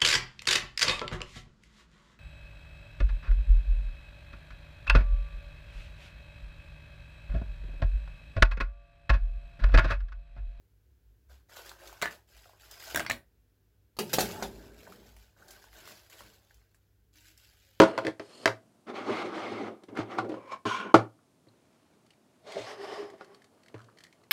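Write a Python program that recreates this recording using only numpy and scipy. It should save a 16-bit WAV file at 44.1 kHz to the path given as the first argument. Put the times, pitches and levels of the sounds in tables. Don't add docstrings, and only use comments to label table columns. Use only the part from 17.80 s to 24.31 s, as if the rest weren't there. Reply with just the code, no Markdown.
import sys
import numpy as np
from scipy import signal
from scipy.fft import rfft, irfft, next_fast_len
from scipy.io import wavfile
from scipy.ndimage import uniform_filter1d, map_coordinates

SR = 44100
rng = np.random.default_rng(int(sys.argv[2]) if len(sys.argv) > 2 else 0)


def unload_wav(signal):
    wavfile.write(
        sys.argv[1],
        SR,
        np.round(np.clip(np.atleast_2d(signal).T, -1, 1) * 32767).astype(np.int16),
    )


N = 287091

BOOM_HZ = 113
# (frequency [Hz], level [dB])
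RUB_COLOUR = [(80, -47.5), (200, -1), (400, 1.5), (1000, -5), (2000, -12), (3000, -17), (5000, -24.5),
              (9000, -37.5), (16000, -59)]
# (frequency [Hz], level [dB])
SNAP_COLOUR = [(300, -27), (1500, -9.5), (4000, -3), (6000, -5.5), (9000, -9), (12500, -12.5), (16000, -17)]
# (pitch [Hz], width [Hz], strength [dB])
FLAT_PEAKS = [(480, 250, 6.5), (650, 100, 3), (1200, 190, -2), (3000, 370, 5), (4350, 300, 14.5),
              (5110, 270, 9), (7020, 980, 7), (8800, 1100, 16), (10800, 800, 2.5), (11570, 1100, 13.5)]


def amp(db):
    return 10 ** (np.asarray(db) / 20)


def unit(x):
    return x / np.sqrt(np.mean(x ** 2) + 1e-20)


def along(points, hz):
    f, values = np.transpose(points)
    return np.interp(np.log(hz + 1), np.log(f + 1), values)


def humps(peaks, f):
    return 1 + sum(amp(db) / (1 + (2 * (f - hz) / width) ** 2) for hz, width, db in peaks)


def filtered(x, response):
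    size = next_fast_len(len(x) + 8192)
    return irfft(rfft(x, size) * response(np.fft.rfftfreq(size, 1 / SR)), size)[:len(x)]


def noise(t, response):
    return unit(filtered(rng.standard_normal(len(t)), response))


def ring(modes, t):
    return sum(amp(db + 2.5 * rng.normal() - 60 * t / t60) * np.sin(2 * np.pi * (hz * t + rng.random()))
               for hz, db, t60 in modes)


def grit(count, bumps_per_s, rough_db, patchy_db=0):
    heights = rng.standard_normal(int(count * bumps_per_s / SR) + 4)
    bumps = map_coordinates(heights, [np.arange(count) * bumps_per_s / SR])
    spectrum = signal.stft(rng.standard_normal(count), nperseg=256)[2]
    patches = uniform_filter1d(rng.standard_normal(spectrum.shape), size=3, axis=0)
    patches = unit(uniform_filter1d(patches, size=20, axis=1))
    patchy = signal.istft(spectrum * amp(patchy_db * patches), nperseg=256)[1][:count]
    return amp(rough_db * bumps) * patchy


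def hush():
    # (frequency [Hz], level [dB])
    colour = [(15, -58), (25, -20), (113, -7.5), (174, -6.5), (234, -4.5), (369, -9), (539, -15.5),
              (633, -10.5), (785, -16.5), (1420, -22.5), (1810, -27), (9610, -31), (15600, -41.5)]
    air = grit(N, bumps_per_s=0.9, rough_db=0.48)
    return amp(-66.5) * unit(filtered(air, lambda f: amp(along(colour, f))))


def room_echo(x):
    # (frequency [Hz], ring time [s])
    ring_times = [(100, 0.25), (500, 0.22), (3000, 0.17), (12000, 0.19)]
    out, step, delay = np.zeros(N + SR), SR // 3, 200
    for start in range(0, N, step):
        hz, t, spectrum = signal.stft(rng.standard_normal(SR // 2), SR, nperseg=256)
        decay = amp(-60 * t / along(ring_times, hz)[:, None])
        tail = signal.istft(spectrum * decay, SR, nperseg=256)[1]
        echo = signal.fftconvolve(x[start:start + step], tail / np.linalg.norm(tail))
        out[start + delay:][:len(echo)] += echo[:N + SR - start - delay]
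    return out[:N]


def rub(moves, peaks, rough_db, hiss_db, boom_db, hiss_growth=1.27, fade_s=0.02):
    times, rumble_db, rasp_db = np.transpose(moves)
    usual_db = -40
    boom_level = usual_db + boom_db + 1.3 * (rumble_db - usual_db)
    hiss_level = usual_db + hiss_db + hiss_growth * (rasp_db - usual_db)
    start = round(times[0] * SR)
    t = np.arange(start, min(N, round(times[-1] * SR))) / SR
    force = grit(len(t), bumps_per_s=160, rough_db=rough_db, patchy_db=1.5)
    slow_force = grit(len(t), bumps_per_s=45, rough_db=2.2)
    colour = lambda f: amp(along(RUB_COLOUR, f)) * humps(peaks, f)
    low = lambda f: 1 / (1 + (f / 700) ** 4)
    high = lambda f: 1 - 1 / (1 + (f / 3000) ** 4)
    boom = filtered(force, lambda f: 1 / (1 + ((f - BOOM_HZ) / 9) ** 2))
    rumble = filtered(slow_force, lambda f: colour(f) * low(f))
    rasp = filtered(force, lambda f: colour(f) * (1 - low(f)) * (1 - high(f)))
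    hiss = filtered(force, lambda f: colour(f) * high(f))
    layers = [(boom_level, boom), (rumble_db, rumble), (rasp_db, rasp), (hiss_level, hiss)]
    fade = np.clip(np.minimum(t - times[0], times[-1] - t) / fade_s, 0, 1)
    out = np.zeros(N)
    out[start:][:len(t)] = fade * sum(amp(np.interp(t, times, db)) * unit(x) for db, x in layers)
    return out


def sleeve():
    # (time [s], rumble [dB], rasp [dB])
    brush = [(3.7, -73, -80.5), (3.838, -74, -78.5), (3.988, -74.5, -76), (4.39, -80.5, -84.5),
             (4.62, -74, -76)]
    return rub(brush, [], rough_db=2.0, hiss_db=6, boom_db=-20)


def fingers():
    # (time [s], rumble [dB], rasp [dB])
    touch = [(5.7, -69.5, -72), (5.926, -68, -73), (6.086, -70.5, -72), (6.426, -72.5, -74.5),
             (6.5, -72.5, -78)]
    return rub(touch, FLAT_PEAKS, rough_db=4.5, hiss_db=-5, boom_db=1)


def ticks():
    # (time [s], relative ring level [dB], pitch [Hz], click level [dB])
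    snaps = [(2.0356, -50, 1400, -50), (2.152, -40, 1420, -54), (2.171, -20.5, 1390, -41.5),
             (2.4911, -47, 1380, -50.5), (3.3899, -53, 1374, -79.5), (3.6848, -51.5, 4170, -76),
             (4.2631, -56.5, 1167, -56), (4.3047, -51.5, 2830, -53), (4.3339, -56, 2303, -65.5),
             (4.7204, -43, 2330, -39), (5.2998, -45, 1950, -50), (5.3806, -51, 1990, -61),
             (5.445, -46, 1510, -51.5), (5.5453, -48, 1340, -49), (5.6192, -49, 1794, -55),
             (5.6425, -52.5, 1420, -52), (5.833, -47.5, 2070, -56.5), (5.86, -47, 1770, -55),
             (5.882, -49, 2050, -51), (5.9604, -40.5, 1310, -69), (5.9793, -39, 1334, -58),
             (5.9906, -38.5, 1360, -58), (6.0028, -41.5, 1370, -61), (6.0148, -46, 1220, -56),
             (6.043, -54.5, 1800, -57), (6.086, -41.5, 1300, -82), (6.1722, -47.5, 2060, -58),
             (6.185, -46, 1790, -49.5), (6.2054, -47, 1800, -49.5), (6.2368, -46.5, 1910, -42),
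             (6.249, -46.5, 1790, -56.5), (6.2657, -45, 1800, -55.5), (6.3262, -46.5, 2076, -54),
             (6.436, -54.5, 1990, -58)]
    # (pitch [Hz], width [Hz], strength [dB])
    frame_peaks = [(1960, 570, 3), (3126, 170, 2), (4428, 87, 10)]
    frame_from_s = 5.8
    click_colour = lambda f: amp(along(SNAP_COLOUR, f)) * humps(frame_peaks, f) / (1 + (f / 11000) ** 4)
    out, t = np.zeros(N + SR), np.arange(SR // 10) / SR
    rise = 1 - np.exp(-t / 0.00129)
    for at_s, ring_db, hz, click_db in snaps:
        creak = noise(t, lambda f: 1 / (1 + ((f - hz) / 260) ** 2))
        tone = 0.17 * np.sin(2 * np.pi * hz * t) + 0.51 * creak
        part = amp(ring_db - 60 * t / 0.027) * tone
        click = amp(-60 * t / 0.028) * noise(t, click_colour)
        frame = (at_s > frame_from_s) * ring([(4100, -10, 0.034)], t)
        out[round(at_s * SR):][:len(t)] += rise * (part + amp(click_db) * (click + frame))
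    return out[:N]


def panel_scrapes():
    # (time [s], rumble [dB], rasp [dB])
    set_down = [(0.06, -38, -40.5), (0.13, -43.5, -46.5), (0.218, -47, -50.5), (0.3, -27, -46)]
    lay_flat = [(0.41, -67, -67.5), (0.578, -58, -60.5), (0.655, -49.5, -60.5)]
    pull = [(4.6, -77.5, -85.5), (4.676, -48, -51.5), (4.744, -52, -49.5), (4.768, -36.5, -51.5),
            (4.786, -39, -46.5), (4.84, -54, -49), (4.87, -49, -44)]
    push = [(4.85, -41, -43.5), (4.916, -49.5, -43), (4.968, -49.5, -53.5), (5.044, -43.5, -44),
            (5.072, -44.5, -47), (5.138, -40, -43.5), (5.154, -47, -45), (5.216, -44.5, -47.5),
            (5.346, -52, -63.5), (5.376, -63, -68), (5.418, -61, -54), (5.456, -64, -67),
            (5.526, -55.5, -62), (5.7, -82, -78)]
    # (pitch [Hz], width [Hz], strength [dB])
    tilted_peaks = [(405, 54, 10.7), (627, 130, 23), (1040, 610, 3.2), (2050, 390, 1.7), (3670, 250, 2.2),
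                    (4250, 99, 2.6), (6640, 53, 1.9)]
    sliding_peaks = [(405, 45, 22.8), (656, 270, 9.9), (793, 39, 7.8), (1130, 70, 8.4), (1920, 450, 1.4),
                     (3050, 210, 1.5), (5130, 640, 8.7), (11630, 4700, 3.1)]
    return (rub(set_down, FLAT_PEAKS, rough_db=3.5, hiss_db=-18, boom_db=-16)
            + rub(lay_flat, FLAT_PEAKS, rough_db=1.0, hiss_db=8, boom_db=-16, fade_s=0.006)
            + rub(pull, tilted_peaks, rough_db=1.0, hiss_db=0.5, boom_db=-31)
            + rub(push, sliding_peaks, rough_db=-0.1, hiss_db=-7, boom_db=-22))


def body_scrapes():
    # (time [s], rumble [dB], rasp [dB])
    drag = [(1.05, -74.5, -93), (1.072, -50.5, -49.5), (1.1, -40.5, -43), (1.128, -46.5, -54.5),
            (1.162, -40.5, -39.5), (1.238, -40.5, -45), (1.3, -34.5, -38), (1.366, -44, -37.5),
            (1.424, -40, -37), (1.442, -37, -43), (1.46, -35.5, -39.5), (1.508, -42.5, -47.5),
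            (1.562, -40.5, -39.5), (1.888, -36.5, -45.5), (1.902, -39, -53), (2.016, -67, -72.5),
            (2.042, -50.5, -64.5), (2.06, -62, -67)]
    nudge = [(2.07, -55, -68), (2.148, -43, -60), (2.174, -36, -38.5), (2.222, -47, -42),
             (2.248, -47.5, -54), (2.29, -43, -55), (2.316, -46, -43), (2.378, -39.5, -47.5),
             (2.386, -35, -33.5), (2.464, -41.5, -65), (2.522, -44, -57), (2.62, -53, -70)]
    rock = [(2.55, -42, -48), (2.602, -51, -56.5), (2.66, -53.5, -54.5), (2.708, -63, -45.5),
            (2.724, -48, -36), (2.75, -55, -43.5), (2.822, -79, -74), (2.83, -64, -72)]
    tip = [(2.853, -38, -34), (2.861, -27.5, -33), (2.931, -51.5, -32.5), (2.965, -50.5, -33.5),
           (3.063, -42, -42), (3.119, -48, -46.5), (3.128, -47, -44.5)]
    # (pitch [Hz], width [Hz], strength [dB])
    drag_peaks = [(227, 92, 10.5), (354.4, 100, 16), (617, 360, 12.5), (788, 13, 21), (1227, 440, 10.5),
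                  (2153, 245, 9), (3320, 2000, -0.5), (4370, 170, -5.5), (6220, 260, -6), (8650, 190, -16)]
    rock_peaks = [(543, 76, 7), (1052, 85, 21), (2310, 130, 12.3), (5270, 23, 16), (6700, 110, 3.3)]
    edge_peaks = [(215, 68, 4.7), (411.5, 44, 4), (1052, 75, 19), (1450, 210, 13), (2330, 104, 11),
                  (3126, 780, 5), (5640, 141, 3.3), (6472, 69, 12)]
    return (rub(drag, drag_peaks, rough_db=-0.46, hiss_db=-11, boom_db=-23)
            + rub(nudge, drag_peaks, rough_db=-1.0, hiss_db=-12, boom_db=-20.5)
            + rub(rock, rock_peaks, rough_db=1.5, hiss_db=-16, boom_db=-13)
            + rub(tip, edge_peaks, rough_db=1.0, hiss_db=-18.5, boom_db=-25.5,
                  hiss_growth=2.2, fade_s=0.0049))


def crack(t):
    # (pitch [Hz], width [Hz], strength [dB])
    plate_peaks = [(4170, 4200, 5.5)]
    colour = lambda f: amp(along(SNAP_COLOUR, f)) * humps(plate_peaks, f)
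    burst = noise(t, lambda f: colour(f) / (1 + (f / 15000) ** 2))
    rattle = noise(t, lambda f: colour(f) / (1 + (f / 5000) ** 2))
    return 2.2 * burst * amp(-60 * t / 0.011) + rattle * amp(-14 - 60 * t / 0.12)


def knocks():
    # (time [s], boom [dB], low wood tones [dB], high wood tones [dB], shell [dB], # low pitch
    # favoured by the spot struck [Hz]); the rows at 1.72 s and 4.80 s are soft bumps as a dragged part bears
    blows = [(0.0004, -38, -1, -10.5, -8, 425), (0.0178, -49, -9, -15, -15, 362),
             (0.0329, -50, -8, -14.5, -36, 438), (0.1777, -42, -22, -24.5, -24, 690),
             (0.1855, -53, -34, -24, -26, 654), (0.249, -57, -23, -48, -30, 324),
             (0.2674, -50, -27, -48, -21.5, 340), (0.2789, -45, -23.5, -40, -38, 330),
             (0.3964, -55, -27.5, -58, -33, 353), (0.657, -38.5, -13.5, -18.5, -9, 670),
             (0.6764, -39.5, -22.5, -21, -19.5, 650), (1.2974, -41.5, -24, -32, -57, 330),
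             (1.72, -42, -28, -52, -55, 330), (2.085, -54, -36, -56, -67, 186),
             (2.1887, -31, -21, -34.5, -53, 256), (2.3862, -36.5, -33, -18.5, -30, 354),
             (2.4441, -61, -32.5, -54, -61, 390), (2.4951, -60, -29, -54, -59, 336),
             (2.5178, -76, -31.5, -49, -62, 375), (2.5408, -66, -33, -42, -62, 366),
             (2.7201, -71, -39, -47, -39, 584), (2.8537, -38, -23, -31, -35, 244),
             (3.142, -25.5, 0, -2, -22, 324), (3.6691, -55, -49.5, -72, -67, 294),
             (4.7579, -59, -33.5, -55, -39, 584), (4.799, -47.5, -39, -54, -60, 400),
             (5.226, -68, -32.5, -60, -62, 304), (5.3344, -69, -40, -59, -62, 520),
             (5.4095, -72, -42, -39, -45, 296), (5.9422, -37, -33.5, -55, -48.5, 256)]
    # (pitch [Hz], level [dB], ring time when left free [s])
    wood_tones = [(187, -12.5, 0.12), (235, -11, 0.033), (320.7, -0.5, 0.098), (411.6, -8.5, 0.14),
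                  (535, -8, 0.2), (650, -6, 0.16), (769.4, -5.5, 0.057), (924, 1.5, 0.029),
                  (1024, 0, 0.034), (1161, -6, 0.066), (1316, -5.5, 0.057), (1434, -9, 0.093)]
    # (pitch [Hz], level [dB], ring time [s])
    shell_tones = [(1570, -5, .022), (1800, -5, .02), (2050, -6, .02), (2300, -10, .018), (2610, -10, .016),
                   (3100, -11, .014), (3390, -13, .014), (3800, -13, .012), (4300, -12, .012),
                   (4800, -14, .012)]
    ring_share = 0.65
    out, t = np.zeros(N + SR), np.arange(SR // 2) / SR
    rise = 1 - np.exp(-t / 0.0006)
    for at_s, boom_db, low_db, high_db, shell_db, spot_hz in blows:
        struck_tones = []
        for hz, db, t60 in wood_tones:
            strike_db = low_db - 9 * abs(np.log2(hz / spot_hz)) if hz < 700 else high_db
            struck_tones.append((hz, db + strike_db, ring_share * t60))
        boom = amp(boom_db) * ring([(BOOM_HZ, 0, 0.24)], t) * (1 - np.exp(-t / 0.006))
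        wood_noise = noise(t, lambda f: amp(along(RUB_COLOUR, f)))
        clatter = amp(low_db - 12.5 - 60 * t / 0.11) * wood_noise
        shell = amp(shell_db) * (ring(shell_tones, t) + amp(-14) * crack(t))
        out[round(at_s * SR):][:len(t)] += boom + rise * (ring(struck_tones, t) + shell + clatter)
    return out[:N]


def scene():
    blows, snaps = knocks(), ticks()
    rubs = panel_scrapes() + fingers() + body_scrapes() + sleeve()
    echo = room_echo(amp(-9.5) * blows + amp(-8.5) * snaps + amp(-14.0) * rubs)
    return (blows + snaps + rubs + echo + hush())[None]


def record(dry):
    low_hz, top_hz = 69.4, 15800
    heard = signal.sosfilt(signal.butter(3, low_hz, "highpass", fs=SR, output="sos"), dry[0])
    clipped = heard / (1 + np.abs(heard) ** 8) ** (1 / 8)
    return filtered(clipped, lambda hz: hz < top_hz)[None]


dry = scene()
out = record(dry)
unload_wav(out)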